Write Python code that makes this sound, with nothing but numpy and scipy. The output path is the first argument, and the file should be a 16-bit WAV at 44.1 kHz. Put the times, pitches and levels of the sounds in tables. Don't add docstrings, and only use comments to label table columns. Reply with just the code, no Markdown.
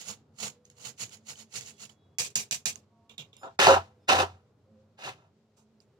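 import sys
import numpy as np
from scipy import signal
from scipy.fft import rfft, irfft
from scipy.io import wavfile
from scipy.ndimage import uniform_filter1d

SR = 44100
rng = np.random.default_rng(int(sys.argv[2]) if len(sys.argv) > 2 else 0)


def field_ratio(decibels):
    return 10 ** (np.asarray(decibels, dtype=float) / 20)


def dump(signal):
    limited = np.clip(np.atleast_2d(signal).T, -1, 1)
    pcm = np.round(limited * 32767).astype(np.int16)
    wavfile.write(sys.argv[1], SR, pcm)


N = 264348
T = np.arange(N) / SR
LAG = 9


def level(x, db):
    return x * field_ratio(db) / np.sqrt(np.mean(x ** 2))


def colour(x, points):
    hz, db = np.transpose(points)
    log_grid = np.log(np.linspace(1, SR / 2, 2049))
    cepstrum = irfft(np.interp(log_grid, np.log(hz), db) * np.log(10) / 20)
    cepstrum[1:2048] *= 2
    cepstrum[2049:] = 0
    return signal.fftconvolve(x, irfft(np.exp(rfft(cepstrum))))[:N]


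def ring(x, hz, width):
    return signal.lfilter(*signal.iirpeak(hz, hz / width, SR), x)


def body(x, modes):
    return sum((-1) ** k * field_ratio(db) * ring(x, hz, width) for k, (hz, width, db) in enumerate(modes))


def strike(s, db, hz, cycles):
    out, start = np.zeros(N), int(s * SR)
    t = T[:min(int(12 * cycles / hz * SR), N - start)] * hz
    decay, attack = np.exp(-t / cycles), 1 - np.exp(-t / 1.61)
    out[start:start + len(t)] = field_ratio(db) * np.sin(2 * np.pi * t) * decay * attack
    return out


def walk(rate):
    k = int(SR / rate)
    steps = np.repeat(rng.standard_normal(N // k + 1), k)
    return 1.4 * uniform_filter1d(uniform_filter1d(steps, k), k)[:N]


def grit(rate, spread_db, patchy_db):
    when, how_big, sign = rng.random((3, N))
    size = field_ratio(-spread_db * np.log(1 - how_big) + patchy_db * walk(250))
    return (when < rate / SR) * np.sign(sign - .5) * np.minimum(size, 30)


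def play(rows, sag_db_s, fall_db_s, tail_db, tail_db_s, pan_db):
    swell_db = 30
    gain, share, t = 1e-9, 0, T[::16]
    for s, swell, hold, db, *share_db in rows:
        before = np.clip(s - t, 0, None) / max(swell, .001)
        held = np.clip(t - s, 0, max(hold, 0))
        after = np.clip(t - s - hold, 0, None)
        db = db - swell_db * before ** 1.422 - sag_db_s * held
        g = field_ratio(db - fall_db_s * after) + field_ratio(db + tail_db - tail_db_s * after)
        gain, share = gain + g, share + g * sum(share_db)
    smooth_gain = uniform_filter1d(np.interp(T, t, gain), size=24)
    return smooth_gain, np.interp(T, t, share / gain), np.full(N, 1. * pan_db)


def heard(x, pan_db, wet_db, t60, corner_hz):
    t = T[:SR // 4]
    echo = rng.standard_normal((2, len(t))) * np.exp(-np.log(1000) * t / t60)
    echo *= field_ratio(wet_db) / np.sqrt(np.sum(echo ** 2, axis=1, keepdims=True))
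    scattered = x * np.array([walk(700), walk(700)])
    bright = signal.sosfilt(signal.butter(1, corner_hz, "high", fs=SR, output="sos"), scattered)
    wet = signal.fftconvolve(bright, echo, axes=1)[:, :N]
    return (np.array([np.roll(x, LAG), x]) + wet) * field_ratio(np.array([pan_db, -pan_db]) / 2)


# pitch_hz, width_hz, level_db
WIRE_MODES = [(4106, 230, 6), (4800, 170, -11), (6400, 340, 10.5), (7200, 210, -18.5), (10800, 370, -1)]
# pitch_hz, width_hz, level_db
BOWL_MODES = [(135, 52, 0.5), (220.3, 13, 6.5), (471, 30, 1.5), (693, 62, -4), (887, 88, -4),
              (986, 170, -7), (1340, 430, -14)]


def sieve(motions, dying, points, rate, wire_db, gain_db, bowl_gain_db, wet_db):
    gain, bowl_db, pan_db = play(motions, **dying)
    grains = grit(rate, spread_db=1.5, patchy_db=0.0)
    mesh = colour(grains, points)
    mesh = level(level(mesh, 0) + level(body(mesh, WIRE_MODES), wire_db), gain_db)
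    bowl = body(level(grains, 0) * gain * field_ratio(bowl_db), BOWL_MODES) * field_ratio(bowl_gain_db)
    return heard(mesh * gain + bowl, pan_db, wet_db, t60=0.052, corner_hz=1540)


# full_force_s, swell_s, hold_s, hiss_db, bowl_share_db
STROKES = [(0.004, 0.018, 0.0084, -44.5, -16.5), (0.092, 0.087, 0.018, -41, -8),
           (0.39, 0.014, 0.041, -49, -10.5), (0.445, 0.078, 0.019, -36.5, -9),
           (0.654, 0.013, 0.0043, -66, -22), (0.702, .004, .005, -66, -20), (0.78, .03, .04, -62, -2.5),
           (0.868, 0.086, 0.016, -43, -12), (1.0, 0.026, 0.0086, -47.5, -12),
           (1.02, 0.048, 0.011, -39.5, -14.5), (1.132, 0.059, 0.015, -51.5, -11.5),
           (1.297, 0.052, 0.015, -43.5, -12), (1.396, 0.065, 0.022, -52, -12),
           (1.562, 0.058, 0.014, -37.5, -14), (1.615, .03, 0.014, -52, -14), (1.665, .03, .035, -48, -16),
           (1.826, 0.062, 0.016, -46, -13), (1.894, 0.0073, 0.0061, -60.5, -4)]
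# freq_hz, density_db (per Hz)
MESH_COLOUR = [(700, -19.5), (1100, -21.5), (1700, -9.5), (2600, -4.5), (3300, -8.5), (4500, -5),
               (5800, -5), (6900, 1.5), (7700, -3.5), (8300, -15), (10000, -16), (10900, -13), (11800, -20),
               (15900, -26)]


def rubbing():
    rubbed = dict(sag_db_s=18, fall_db_s=509, tail_db=-35.5, tail_db_s=202.5, pan_db=-6.5)
    return sieve(STROKES, rubbed, MESH_COLOUR, 7000, wire_db=-19.5, gain_db=-4.5, bowl_gain_db=18, wet_db=5.0)


# full_force_s, swell_s, hold_s, hiss_db, bowl_share_db
SHAKES = [
    (2.187, .002, 0.08, -27, -16.5),
    (2.356, .002, 0.053, -27.5, -17.5),
    (2.512, .002, 0.038, -30.5, -18),
    (2.658, 0.0028, 0.033, -28.5, -18),
    (2.758, 0.0033, .004, -58.5, -1.5),
    (5.572, .012, .05, -68, 2),
    (5.805, .003, .02, -72, -10),
]
# freq_hz, density_db (per Hz)
RAP_COLOUR = [(410, -45.5), (700, -22), (1220, -20.5), (1720, -8.5), (1990, -9), (2390, -4), (3200, -7),
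              (3960, -8.5), (7460, -2), (8300, -11.5), (15200, -23.5), (15900, -26.5), (16500, -45)]


def shivering():
    shaken = dict(sag_db_s=194, fall_db_s=481, tail_db=-47.5, tail_db_s=151, pan_db=-2.5)
    return sieve(SHAKES, shaken, RAP_COLOUR, 8000, wire_db=-11.5, gain_db=-3.5, bowl_gain_db=19, wet_db=5.5)


# full_force_s, swell_s, hold_s, clink_db, bowl_share_db
CLINKS = [
    (3.094, 0.0023, 0.04, -59.5, -4.5),
    (3.181, 0.0027, 0.038, -45.5, -11),
    (3.33, .003, 0.0031, -62.5, -10.5),
    (3.366, .004, .04, -68, -4),
    (3.451, 0.047, 0.028, -65, -15.5),
]
# freq_hz, density_db (per Hz)
FRAME_COLOUR = [(880, -19), (1500, -51.5), (1950, -22), (2360, 0), (2630, -3.5), (3700, 0.5), (4260, -21.5),
                (7390, -11), (8680, -36), (10200, -30), (15400, -31.5), (16500, -45.5)]


def clinking():
    knocked = dict(sag_db_s=251.5, fall_db_s=522.5, tail_db=-34.5, tail_db_s=200.5, pan_db=-5.5)
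    return sieve(CLINKS, knocked, FRAME_COLOUR, 8000, wire_db=-21, gain_db=-2.0, bowl_gain_db=20.5, wet_db=7.0)


# start_s, peak_db, pitch_hz, left_minus_right_db, crack_share_db
TICKS = [(0.6524, -42, 6400, -8, -13), (0.7003, -45, 6700, -6, -3), (1.0934, -48, 6960, -12, 3),
         (1.289, -36, 6400, -8, -3), (1.3553, -46.5, 3040, -15, -13), (1.6092, -33, 6390, -9, -2),
         (1.6611, -37, 6360, -12, -9), (1.8961, -48, 3050, -19, -8), (2.1844, -15, 6230, -5.5, -2.5),
         (2.3555, -7.5, 7100, 0.5, -9.5), (2.5102, -16.5, 6460, -9.5, -2), (2.6559, -16.5, 6620, -9, -3),
         (2.7566, -32.5, 6600, -18, -10), (3.0954, -44, 3450, -13, -6.5), (3.1807, -30.5, 3650, -12, -6),
         (3.3298, -47, 3570, -12, -24), (3.3667, -43, 7200, -8, -3.5), (5.8027, -50.5, 4890, -11.5, -8)]


def spoon():
    cracks, pings, noise = 0, 0, rng.standard_normal(N)
    for s, db, hz, pan_db, crack_db in TICKS:
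        pan = field_ratio(np.array([[pan_db], [-pan_db]]) / 2)
        t = np.clip(T - s, 0, 1)
        burst = np.exp(-t / 0.0017) * (1 - np.exp(-t / 0.00058)) * noise
        cracks = cracks + pan * field_ratio(db + crack_db) * burst
        pings = pings + pan * strike(s + 0.00065, db + 2.0, hz, cycles=6.9)
    coloured = np.array([colour(v, RAP_COLOUR) for v in cracks]) / np.std(colour(noise, RAP_COLOUR))
    left, right = pings + coloured
    return np.array([np.roll(left, LAG), right])


# full_force_s, swell_s, hold_s, drum_db, scuff_share_db
TUB_MOTIONS = [
    (3.434, 0.028, 0.03, -39.5, -23.5),
    (3.591, .002, 0.082, -21, -1.5),
    (3.669, .004, 0.077, -15.5, -12.5),
    (4.088, 0.01, 0.065, -19, -7),
    (4.19, 0.022, 0.02, -20.5, -10.5),
    (4.99, 0.02, 0.027, -51.5, -5),
    (5.055, 0.049, 0.038, -41.5, -0.5),
    (5.2, .08, 0.072, -67, -12.5),
]
# start_s, peak_db, edge_share_db, snap_share_db
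BLOWS = [
    (3.432, -31, -29, 1.5),
    (3.591, -13.5, -12, 6.5),
    (3.669, -1, -11.5, 5.5),
    (3.684, -5.5, -19, 7),
    (4.09, -8, -11.5, 2.5),
    (4.104, -8, -24.5, -4),
    (4.195, -15, -25, 2.5),
    (4.989, -45.5, -6, 5.5),
]
# pitch_hz, width_hz, level_db
DRUM_MODES = [(256, 270, -14.5), (395, 34, -2.5), (530.4, 35, -1.5), (668, 17, 2), (743, 25, 4.5),
              (790.5, 60, 3), (915, 62, -5), (952, 32, -3), (1010, 39, -1.5), (1142, 79, -4), (1331, 58, 0),
              (1626, 130, -12)]
# freq_hz, density_db (per Hz)
SCUFF_COLOUR = [(1000, -29), (1700, 1), (2140, -7), (2530, -0.5), (2920, 1.5), (3180, -15), (3500, -4.5),
                (4750, -11), (6690, -11.5), (8320, -22.5), (15100, -33.5), (16000, -38.5), (16500, -72)]


def tub():
    gain, scuff_db, pan_db = play(TUB_MOTIONS, sag_db_s=70, fall_db_s=521.5, tail_db=-20.5, tail_db_s=177.5,
                                  pan_db=-0.9)
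    rattle = grit(1500, spread_db=2.5, patchy_db=0.0)
    force = gain * rattle / np.std(body(rattle, DRUM_MODES))
    scuff = colour(grit(5000, spread_db=2.0, patchy_db=-1.0), SCUFF_COLOUR)
    edge = level(scuff, 0.63) * gain * field_ratio(scuff_db)
    snaps = 0
    for s, db, edge_db, snap_db in BLOWS:
        force[int((s + .002) * SR)] += field_ratio(db + 24.5)
        edge += strike(s + 0.0013, db + edge_db + 8.5, 4600, cycles=3.2)
        snaps = snaps - strike(s, db + snap_db + 3, 800, cycles=1.4)
    drum = body(force, DRUM_MODES) * field_ratio(-1.0)
    spread = heard(drum + edge, pan_db, wet_db=1.5, t60=0.085, corner_hz=1560)
    return spread + np.array([np.roll(snaps, LAG), snaps])


# full_force_s, swell_s, hold_s, level_db
BOOMS = [
    (3.72, 0.15, 0.07, -37.5),
    (4.16, 0.065, 0.081, -38.5),
    (4.3, 0.11, 0.054, -52.5),
]


def counter_boom():
    gain = play(BOOMS, sag_db_s=23, fall_db_s=346, tail_db=-30, tail_db_s=35, pan_db=0)[0]
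    return field_ratio(2.5) * np.sin(2 * np.pi * 90.5 * T) * gain


# start_s, end_s, pitch_hz
TONES = [(1.7, 1.93, 3365), (1.9, 2.19, 3365), (1.98, 2.1, 3844), (3.367, 3.48, 7117), (3.367, 3.47, 5125),
         (3.367, 3.45, 11886), (3.367, 3.46, 11009), (3.367, 3.45, 9006), (3.367, 3.44, 3225),
         (4.0, 4.08, 5200), (2.78, 3.4, 1120), (2.9, 3.1, 690), (2.9, 3.1, 930), (5.18, 5.3, 1040),
         (4.66, 4.93, 530), (5.12, 5.3, 620), (4.35, 4.58, 485), (.45, .8, 490), (4.68, 4.85, 222),
         (5.6, 5.9, 220), (1.15, 1.5, 220), (3.672, 3.75, 543), (3.8, 4.07, 500), (4.0, 4.08, 3600)]
TONE_LEVELS = [-73, -79, -83, -66, -71, -80, -77, -77, -87, -82, -79.5, -72, -74, -80, -63.5, -67.5, -70,
               -69.5, -63.5, -65.5, -62, -19, -68, -84]
# start_s, peak_db, pitch_hz
THUDS = [(0.096, -72, 113), (0.431, -67, 144), (0.859, -45, 131), (1.016, -47, 116), (1.572, -50, 124),
         (2.183, -52.5, 137), (2.353, -44.5, 148), (2.518, -49, 148), (2.669, -61, 121.5),
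         (3.187, -44.5, 147), (5.049, -45, 136), (5.088, -47, 114.3)]


def rings():
    out = sum(strike(s, db, hz, cycles=3.5) for s, db, hz in THUDS) * field_ratio(2.5)
    waver = walk(30)
    for (start, end, hz), db in zip(TONES, TONE_LEVELS):
        swell = np.sin(np.pi * np.clip((T - start) / (end - start), 0, 1) ** 0.93) ** 0.42
        loudness = field_ratio(db + 2.5 * np.roll(waver, 7 * hz))
        phase = 2 * np.pi * hz * T + .7 * np.roll(waver, 3 * hz)
        out = out + loudness * swell * np.sin(phase)
    return out * field_ratio(np.array([[-1.5], [1.5]]))


# freq_hz, density_db (per Hz)
AIR_COLOUR = [(45, -44), (72, -31), (92, 3.5), (250, -12), (500, -14), (900, -22), (1400, -26.5),
              (2000, -45), (4000, -62.5)]
# pitch_hz, width_hz, level_db
DRONES = [(92, 36, -1.5), (124, 14, -4.5), (218, 5.7, 4), (404, 20, -0.5), (493.4, 8.9, -16.5),
          (610, 9.2, -16.5)]


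def kitchen():
    mid, left, right = (colour(rng.standard_normal(N), AIR_COLOUR) for _ in range(3))
    bass = signal.butter(1, 900, fs=SR, output="sos")
    air = signal.sosfilt(bass, mid) + np.array([v - signal.sosfilt(bass, v) for v in (left, right)])
    noise = rng.standard_normal(N)
    drones = sum(field_ratio(db + 3.0 * walk(4)) * level(ring(noise, hz, w), 0) for hz, w, db in DRONES)
    hum = level(air * field_ratio(2.0 * walk(5.5)), -1.0) + level(drones, -4.5)
    return hum * field_ratio(-66)


# freq_hz, density_db (per Hz)
HISS_COLOUR = [(800, -9.5), (1600, -0.5), (4000, 1.5), (7800, -5.5), (8200, -19.5), (16000, -26)]


def hiss():
    pair = np.array([colour(rng.standard_normal(N), HISS_COLOUR) * field_ratio(1.5 * walk(23)) for _ in range(2)])
    return level(pair, 3.2) * field_ratio(-87)


def gate(x):
    threshold_db, lag_s = -65, 0.087
    duck_s, duck = .03, .2
    treble = signal.sosfilt(signal.butter(2, 700, "high", fs=SR, output="sos"), x)
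    power = np.mean(treble ** 2, axis=0)
    lag, ahead = int(lag_s * SR), int(duck_s * SR)

    def over(size, origin):
        mean = np.abs(uniform_filter1d(power, size, origin=origin))
        return np.clip(10 * np.log10(mean + 1e-12) - threshold_db, 0, None)

    jump = over(ahead, -(ahead // 2)) - over(ahead, (ahead - 1) // 2)
    dip_db = uniform_filter1d(duck * np.clip(jump, 0, None), size=200)
    return over(lag, (lag - 1) // 2), dip_db


def scene():
    near = rubbing() + shivering() + clinking() + spoon() + tub() + counter_boom() + rings()
    open_db, dip_db = gate(near)
    floor = kitchen() * field_ratio(0.21 * open_db) + hiss() * field_ratio(.5 * open_db)
    return near + floor * field_ratio(-dip_db)


def top_cut(x):
    return signal.sosfilt(signal.butter(12, 16820, fs=SR, output="sos"), x)


def record(dry):
    dry = signal.sosfilt(signal.butter(2, 55, "high", fs=SR, output="sos"), dry)
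    dry = signal.sosfilt(signal.ellip(8, .2, 60, 16300, fs=SR, output="sos"), dry)
    return top_cut(np.clip(dry, -1, 1))


dry = scene()
out = record(dry)
dump(out)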